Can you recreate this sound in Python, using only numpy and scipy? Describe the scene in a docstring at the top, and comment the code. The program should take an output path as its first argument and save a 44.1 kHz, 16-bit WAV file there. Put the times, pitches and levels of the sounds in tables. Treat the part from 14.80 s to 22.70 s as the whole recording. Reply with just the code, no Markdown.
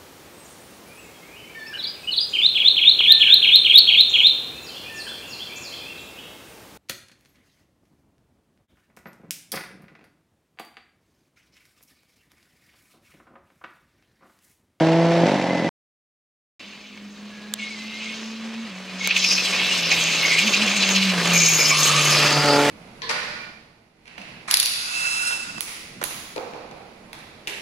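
"""A turbocharged four-cylinder rally car pulls away and shifts with cut ignition; the sound stops dead for a moment.
Then a second car nears down a wooded lane: drone, tyre roar, turbo air, squeals, a few sharp cracks.
Firing pulses ring the exhaust, a sine drones at the firing rate, filtered noise makes air, tyres and woods,
smeared tones squeal and short bursts crack. A small camera with two close microphones hears it."""
import sys
import numpy as np
from scipy import signal
from scipy.fft import rfft, irfft, next_fast_len
from scipy.io import wavfile
from scipy.ndimage import uniform_filter1d

SR = 44100
rng = np.random.default_rng(int(sys.argv[2]) if len(sys.argv) > 2 else 0)


def wav_out(sig):
    """Save sig, one row per channel (or a flat mono array), as 16-bit PCM at SR to the path in sys.argv[1]."""
    wavfile.write(sys.argv[1], SR, np.round(np.clip(np.atleast_2d(sig).T, -1, 1) * 32767).astype(np.int16))


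N = 348390
T = np.arange(N) / SR


def undb(db):
    """Gain of a level in dB."""
    return 10 ** (np.asarray(db) / 20)


def unit(x):
    """Scaled to rms 1."""
    return x / np.sqrt(np.mean(x ** 2))


def curves(table):
    """Columns of a time table, one value a sample."""
    s, *columns = np.transpose(table)
    return [np.interp(T, s, c) for c in columns]


def walk(rate_hz, size=N):
    """Random levels, rate_hz a second, slewed twice; spread near 1."""
    k = int(SR / rate_hz)
    steps = np.repeat(rng.standard_normal(size // k + 1), k)
    return 1.25 * uniform_filter1d(uniform_filter1d(steps, k), k)[:size]


def noise(grain_db=0.):
    """Two unrelated noises, for mid and side, made grainy by a quick common flicker."""
    return rng.standard_normal((2, N)) * undb(grain_db * walk(400))


def colour(x, points):
    """Filter by (frequency [Hz], level [dB]) points joined on a log axis."""
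    hz, db = np.transpose(points)
    n = next_fast_len(N)
    log_hz = np.log(np.arange(n // 2 + 1) * SR / n + 1)
    gain = undb(np.interp(log_hz, np.log(hz + 1), db))
    return irfft(rfft(x, n) * gain, n)[..., :N]


def ring(x, modes, order=1, patchy_db=0., quick_db=0.):
    """Sum of resonances, each passed `order` times; signs alternate and each may flicker alone."""
    out = 0
    for k, (hz, width_hz, db) in enumerate(modes):
        y = x
        for _ in range(order):
            y = signal.lfilter(*signal.iirpeak(hz, hz / width_hz, SR), y)
        flicker_db = patchy_db * walk(14) + quick_db * walk(60) if patchy_db else 0
        out = out + (-1) ** k * undb(db + flicker_db) * y
    return out


def firings(hz, cut, jitter_periods, scatter_db, weak_db):
    """A pulse a firing; with the ignition cut only one in four fires fully, and less evenly."""
    turns = np.cumsum(hz) / SR  # firings so far
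    k = np.arange(1, int(turns[-1]))
    late, loud = rng.standard_normal((4000, 2))[k].T
    at = np.interp(k, turns, np.arange(N))
    i = at.astype(int)
    c = cut[i]
    at = np.clip(at + jitter_periods * (1 + 29.0 * c) * late * SR / hz[i], 0, N - 2)
    size = undb(scatter_db * (1 + c) * loud + weak_db * c * (k % 4 > 0))
    pulses, i = np.zeros(N), at.astype(int)
    # each pulse is split between two samples to keep its exact time
    np.add.at(pulses, i, size * (1 - at + i))
    np.add.at(pulses, i + 1, size * (at - i))
    return pulses, turns


def wide(x):
    """Mid, and a side a quarter wave apart: the microphones differ in phase, not level."""
    return np.array([x, signal.hilbert(x).imag])


# leaving car: (time [s], firing rate [Hz], exhaust before cut boost [dB], ignition cut [0-1], roar [dB])
LEAVING_DRIVE = [(0, 160.2, -18, 0, -23), (.2, 166.9, -19.5, 0, -24.5), (.40, 169.5, -21, 0.01, -22),
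                 (.445, 168.6, -16, 0.26, -23.5), (.47, 208.3, -22.5, 0.93, -21),
                 (.66, 181.2, -24, 0.82, -25), (.89, 169.7, -24, 0.56, -26.5)]
# exhaust pipe resonances: (frequency [Hz], width [Hz], level [dB])
PIPE_MODES = [(174, 120, 6), (310, 82, 8), (528, 40, 7.5), (680, 153, 2), (870, 370, -9),
              (1630, 400, -16.5)]
# gas roar spectrum: (frequency [Hz], density [dB per Hz])
LEAVING_ROAR_SPECTRUM = [(40, -30.5), (130, -16), (530, 0.5), (900, -1), (1250, -14.5), (1990, -9),
                         (2450, -12), (5750, -23.5), (12700, -52.5), (16000, -86)]
CUT_BOOST_DB = 5.0  # exhaust gain at full cut


def leaving_car():
    """Exhaust blows ring the pipe; gas roars steadily and a little harder with each firing."""
    hz, pipe_db, cut, roar_db = curves(LEAVING_DRIVE)
    pulses, turns = firings(hz, cut, jitter_periods=.005, scatter_db=1.0, weak_db=-16)
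    pipe_band = signal.butter(4, [125, 2600], "band", fs=SR, output="sos")
    pipe = signal.sosfilt(pipe_band, ring(pulses, PIPE_MODES, patchy_db=0.5))
    pipe = unit(pipe) * undb(pipe_db + CUT_BOOST_DB * cut)
    gas = noise(1.7) * (6.5 + np.exp(-(turns % 1) / 0.16))
    roar = unit(colour(gas, LEAVING_ROAR_SPECTRUM)) * undb(roar_db)
    return wide(pipe) + roar


# coming car, engine: (time [s], firing rate [Hz], drone [dB])
COMING_ENGINE = [(1.8, 205.7, -55), (2.14, 210.4, -48.5), (2.24, 204.2, -43), (3.85, 226.6, -33),
                 (3.92, 187, -40), (4.95, 184, -36.5), (5.03, 167.5, -36.5), (5.59, 165.6, -37),
                 (5.67, 221.4, -24), (5.72, 183.2, -38), (5.84, 219.5, -24), (5.88, 189.4, -29),
                 (5.96, 210, -27), (6.0, 191.8, -26.5), (6.27, 192, -24), (6.44, 168, -30),
                 (6.49, 175, -24), (6.86, 153.9, -33), (7.22, 149, -26), (7.6, 146.9, -25),
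                 (7.75, 143.4, -29), (7.9, 145.1, -35)]
# tailpipe resonances: (frequency [Hz], width per pass [Hz], level [dB])
TAILPIPE_MODES = [(274.4, 50, 6.5), (439, 140, 0.5), (575, 83, 4.5), (719, 100, -0.5), (874, 104, 1)]
# coming car, round the bends: (time [s], distance [m])
APPROACH_PATH = [(1.8, 120), (2.3, 132), (3.2, 75), (4.2, 36.7), (5.0, 15.6), (6.2, 13.6), (6.5, 8),
                 (6.8, 10.3), (7.2, 6.9), (7.9, 4.5)]
TAIL_HIDDEN_1M_DB, TAIL_OPEN_1M_DB = -20, -5.5  # the body hides the tailpipe until the car draws level
TAIL_TURNS_S, TAIL_TURN_S = 7.584, 0.11  # midpoint, time constant
GROWL_HZ, GROWL_WIDTH_HZ, GROWL_DB = 600, 600, -8  # gas rasp, relative to the ringing


def coming_engine():
    """From the front mainly the firing tone carries; overtones open up as the tailpipe turns this way."""
    hz, drone_db = curves(COMING_ENGINE)
    metres, = curves(APPROACH_PATH)
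    pulses, turns = firings(hz, 0 * hz, jitter_periods=.007, scatter_db=1.8, weak_db=0)
    drone = np.sqrt(2) * np.sin(2 * np.pi * turns) * undb(drone_db + 2.1 * walk(25))
    hidden = 1 / (1 + np.exp((T - TAIL_TURNS_S) / TAIL_TURN_S))
    tail_db = TAIL_OPEN_1M_DB + (TAIL_HIDDEN_1M_DB - TAIL_OPEN_1M_DB) * hidden
    gas = rng.standard_normal(N) * np.exp(-(turns % 1) / 0.34)
    growl = unit(ring(gas, [(GROWL_HZ, GROWL_WIDTH_HZ, 0)])) * undb(GROWL_DB)
    ringing = unit(ring(pulses, TAILPIPE_MODES, order=2, patchy_db=2.5))
    overtones = (ringing + growl) * undb(tail_db + walk(9.2)) / metres
    return wide(drone - overtones)


# compressor surge, one row a puff: (crest time [s], crest gain before shares [dB])
SURGE_PUFFS = [(4.311, 10.5), (4.367, 13), (4.447, 9), (4.517, 8), (4.585, 7), (4.652, 4), (5.119, 11.5),
               (5.589, 11), (5.675, 9.5), (5.74, 9), (5.823, 8.5), (5.882, 6), (5.965, 5.5), (6.03, 9),
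               (6.166, 7.5), (6.23, 6.5), (6.298, 9)]
PUFF_RISE_S, PUFF_FALL_S = 0.006, 0.015
STALL_DB, STALL_LEADS_S, STALL_S = -5.5, 0.032, 0.0077  # the flow chokes just before each puff


def surge():
    """Gain on the turbo air: the flow stalls, then slips back through the compressor in a puff."""
    db = np.zeros(N)
    for s, crest_db in SURGE_PUFFS:
        near = slice(int((s - .1) * SR), int((s + .1) * SR))
        u = T[near] - s
        puff = np.exp(-np.where(u < 0, (u / PUFF_RISE_S) ** 2, u / PUFF_FALL_S))
        stall = np.exp(-((u + STALL_LEADS_S) / STALL_S) ** 2)
        db[near] += crest_db * puff + STALL_DB * stall
    return undb(db)


GRAIN_LOW_HZ, GRAIN_HIGH_HZ, GRAIN_S, GRAIN_SCATTER_DB = 2050, 7000, .05, 1.4


def tone_grains(count=1500):
    """Short random tone grains, 2 to 7 kHz, that make the hiss streaky; some louder than the rest."""
    u = np.arange(int(GRAIN_S * SR))
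    at, pitch, size = rng.random((count, 3)).T
    hz = np.interp(pitch, [0, 1], [GRAIN_LOW_HZ, GRAIN_HIGH_HZ])
    gain = undb(-GRAIN_SCATTER_DB * np.log(size + 1e-9))[:, None]
    tones = np.sin(2 * np.pi * np.outer(hz, u) / SR) * np.hanning(len(u)) * gain
    places = (at * (N - len(u))).astype(int)[:, None] + u
    return unit(np.bincount(places.ravel(), tones.ravel(), N))


# turbo air: (time [s], intake hiss [dB])
INTAKE_HISS = [(1.8, -41), (2.27, -50), (2.77, -47.5), (2.8, -36.5), (2.99, -38.5), (3.31, -33.5),
               (3.58, -42.5), (4.16, -41), (4.26, -25.5), (4.98, -22.5), (5.44, -20.5), (6.28, -22.5),
               (6.35, -31), (6.5, -24), (6.64, -20), (6.85, -28), (6.95, -21.5), (7.34, -19.5), (7.83, -41),
               (7.9, -52)]
# intake resonances: (frequency [Hz], width per pass [Hz], level [dB])
INTAKE_MODES = [(2126, 69, -1.5), (2550, 1010, 4.5), (4170, 2170, -2.5)]
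GRAINS_DB = -10.5  # relative to the noise that feeds the intake
INTAKE_SURGE_SHARE = 0.6  # exponent on the surge gain
PUFF_HZ, PUFF_WIDTH_HZ, PUFF_DB = 2517, 380, 1.5  # level relative to the hiss


def intake_air(puffs):
    """Rushing air rings the intake; each puff rings its low resonance hardest."""
    hiss_db, = curves(INTAKE_HISS)
    rush = noise(0.58) + tone_grains() * undb(GRAINS_DB)
    intake = unit(ring(rush, INTAKE_MODES, order=2, patchy_db=1.3, quick_db=1.37))
    intake = intake * undb(hiss_db + 0.5 * walk(30))
    chuff = unit(ring(noise(2.4), [(PUFF_HZ, PUFF_WIDTH_HZ, 0)], order=2))
    chuff = chuff * undb(hiss_db + PUFF_DB) * np.clip(puffs - 1, 0, None)
    return intake * puffs ** INTAKE_SURGE_SHARE + chuff


# the valve vents: (opens [s], starts to shut [s], hiss [dB])
VALVE_VENTS = [(2.766, 2.886, -46), (2.977, 3.49, -47), (4.34, 4.556, -24), (5.093, 5.125, -26.5),
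               (6.52, 6.896, -22.5), (6.96, 7.408, -27.5)]
VENT_RISE_S, VENT_FALL_S = 0.03, 0.15


def vents():
    """Gain of the open valve: quick rise, hold, dying fall."""
    gain = 0
    for t0, t1, db in VALVE_VENTS:
        rise = np.clip((T - t0) / VENT_RISE_S, 0, 1)
        fall = np.exp(-np.clip(T - t1, 0, None) / VENT_FALL_S)
        gain = gain + undb(db) * rise * fall
    return gain


# valve resonances: (frequency [Hz], width per pass [Hz], level [dB])
VALVE_MODES = [(5180, 1080, 2.5), (6484, 690, 5), (7890, 1670, -8), (12200, 3440, -12.5)]
VALVE_SHUT_DB = -10.5  # leak relative to the intake
VALVE_SURGE_SHARE = 0.4  # exponent on the surge gain


def valve_air(puffs):
    """Air hisses through the valve, leaking when shut and loud when it vents."""
    hiss_db, = curves(INTAKE_HISS)
    gain = np.hypot(undb(hiss_db + VALVE_SHUT_DB), vents())
    hiss = unit(ring(noise(2.1), VALVE_MODES, order=2, patchy_db=3.5, quick_db=2.3))
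    return hiss * gain * undb(0.26 * walk(30)) * puffs ** VALVE_SURGE_SHARE


# tyre roar spectrum: (frequency [Hz], density [dB per Hz])
TYRE_SPECTRUM = [(18, -69), (30, -44.5), (127, -11.5), (252, -7.5), (580, -5), (850, -9.5), (1130, -4.5),
                 (1390, -8), (1650, -5.5), (2480, -6.5), (6550, -19), (12300, -32), (16000, -42)]
TYRES_1M_DB = -5


def tyre_roar():
    """Grainy noise, its level falling inversely with distance."""
    metres, = curves(APPROACH_PATH)
    return unit(colour(noise(1.8), TYRE_SPECTRUM)) * undb(TYRES_1M_DB + 1.74 * walk(12)) / metres


# narrow squeals and whistles: (start [s], end [s], start [Hz], end [Hz], width [Hz], level [dB])
SQUEAL_GLIDES = [(0.671, 0.883, 2027, 2010, 69.8, -32.5), (2.501, 2.8, 1665, 1700, 60, -50.5),
                 (2.786, 2.893, 2230, 2170, 70, -33), (2.899, 2.957, 2290, 2140, 80, -35.5),
                 (2.958, 3.238, 2050, 2150, 75, -41.5), (3.2, 3.252, 2630, 2510, 80, -47),
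                 (3.191, 3.34, 2950, 2940, 90, -49), (3.25, 3.347, 2140, 2210, 70, -36),
                 (4.202, 4.304, 2190, 2200, 98.9, -28.5), (5.42, 5.65, 2147, 2250, 169.6, -21),
                 (6.53, 6.97, 2364, 2340, 300, -28.5), (6.537, 6.587, 2438, 2263, 200, -22),
                 (6.593, 6.654, 2330, 2436, 200, -22), (6.68, 6.736, 2356, 2464, 171, -20),
                 (6.789, 6.842, 2380, 2310, 200, -20.5), (6.887, 6.942, 2365, 2340, 150, -20.5),
                 (6.528, 6.916, 6490, 6630, 500, -22), (6.78, 6.941, 5130, 5270, 300, -24.5),
                 (6.90, 7.848, 1102, 1385, 163, -27.5), (7.15, 7.455, 2475, 2480, 200, -29.5),
                 (7.30, 7.783, 4875, 4720, 700, -24.5), (6.93, 7.403, 10400, 10430, 600, -38)]
SQUEAL_STUTTER_DB = 2.6  # for a wholly ragged squeal
SQUEAL_CLEAN_HZ = 130  # narrower squeals keep a steady core, wider ones break up


def squeals(edge_s=0.0099):
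    """Each a gliding tone smeared into a narrow band that wavers and stutters."""
    out = np.zeros((2, N))
    for t0, t1, hz0, hz1, width_hz, db in SQUEAL_GLIDES:
        i, j = int(t0 * SR), int(t1 * SR)
        u = T[:j - i]
        shape = (2, len(u) + SR // 10)  # extra run-in for the filter
        smear = rng.standard_normal(shape) + 1j * rng.standard_normal(shape)
        smear = signal.lfilter(*signal.butter(2, width_hz / 2, fs=SR), smear)[:, -len(u):]
        ragged = min(width_hz / SQUEAL_CLEAN_HZ, 1)
        smear = ragged * smear / np.std(smear) + 2 * (1 - ragged)
        hz = np.linspace(hz0, hz1, len(u)) * (1 + .007 * walk(30, size=len(u)))
        tone = (smear * np.exp(2j * np.pi * np.cumsum(hz) / SR)).real
        stutter = undb(ragged * SQUEAL_STUTTER_DB * walk(55, size=len(u)))
        edges = np.clip(np.minimum(u, u[-1] - u) / edge_s, 0, 1)
        out[:, i:j] += unit(tone * stutter) * undb(db) * edges
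    return out


# sharp cracks: (time [s], mid peak [dB], tick centre [Hz])
CRACK_SNAPS = [(2.7381, -7.5, 7400), (4.274, -5, 5900), (6.091, -5, 4500)]


def cracks():
    """Dry snaps: a bright tick and a duller ring a few milliseconds long."""
    out = np.zeros((2, N))
    u = np.arange(600) / SR
    for s, db, hz in CRACK_SNAPS:
        burst = rng.standard_normal((2, len(u)))
        tick = ring(burst * np.exp(-u / 0.00063), [(hz, 0.18 * hz, 0)])
        dull = ring(burst * np.exp(-u / 0.0013), [(.5 * hz, 0.36 * hz, -2)])
        snap = tick + dull
        i = int(s * SR)
        out[:, i:i + len(u)] += snap / np.abs(snap[0]).max() * undb(db)
    return out


AIR_LOSS_HZ, AIR_LOSS_DB_PER_M = 8400, 0.44


def through_air(x):
    """Distance dulls the top."""
    metres, = curves(APPROACH_PATH)
    top = signal.sosfilt(signal.butter(2, AIR_LOSS_HZ, "high", fs=SR, output="sos"), x)
    low = signal.sosfilt(signal.butter(2, AIR_LOSS_HZ, fs=SR, output="sos"), x)
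    return low - top * undb(-AIR_LOSS_DB_PER_M * metres)  # minus: the halves cross over in antiphase


# woods rumble spectrum: (frequency [Hz], density [dB per Hz])
WOODS_SPECTRUM = [(25, -21), (141, -14.5), (204, 1), (300, -8), (520, -15), (880, -120)]
WOODS_DB, CAMERA_HISS_DB = -50, -67.5


def background():
    """The woods rumble faintly, as low filtered noise, over the camera's white hiss."""
    return unit(colour(noise(), WOODS_SPECTRUM)) * undb(WOODS_DB) + noise() * undb(CAMERA_HISS_DB)


# stereo width: (frequency [Hz], side filter gain [dB])
SIDE_GAIN = [(60, -9), (200, -20), (380, -21), (700, -29), (1290, -56), (2380, -14), (4400, -7.5),
             (15000, -1)]
SILENCE_START_S, SILENCE_END_S = .892, 1.795
LEFT_DB, RIGHT_DB = -1.31, -0.8
MIC_LAG_SAMPLES = 7


def scene():
    """Both cars with the silence between; the microphones differ most in the treble, partly by a short lag."""
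    puffs = surge()
    moving_air = through_air(tyre_roar() + intake_air(puffs) + valve_air(puffs))
    coming = coming_engine() + moving_air + background() + cracks()
    before, after = T < SILENCE_START_S, T > SILENCE_END_S
    mid, side = leaving_car() * before + coming * after + squeals()
    treble_band = signal.butter(2, [1500, 9500], "band", fs=SR)
    lagged = signal.lfilter(*treble_band, np.roll(mid, MIC_LAG_SAMPLES))
    side = colour(0.78 * side + 0.5 * lagged, SIDE_GAIN) * (before | after)
    return np.array([undb(LEFT_DB) * (mid + side), undb(RIGHT_DB) * (mid - side)])


TOP_HZ = 15900


def record(dry):
    """The camera cuts the top with a steep low-pass."""
    return signal.sosfilt(signal.ellip(10, .2, 80, TOP_HZ, fs=SR, output="sos"), dry)


dry = scene()
out = record(dry)
wav_out(out)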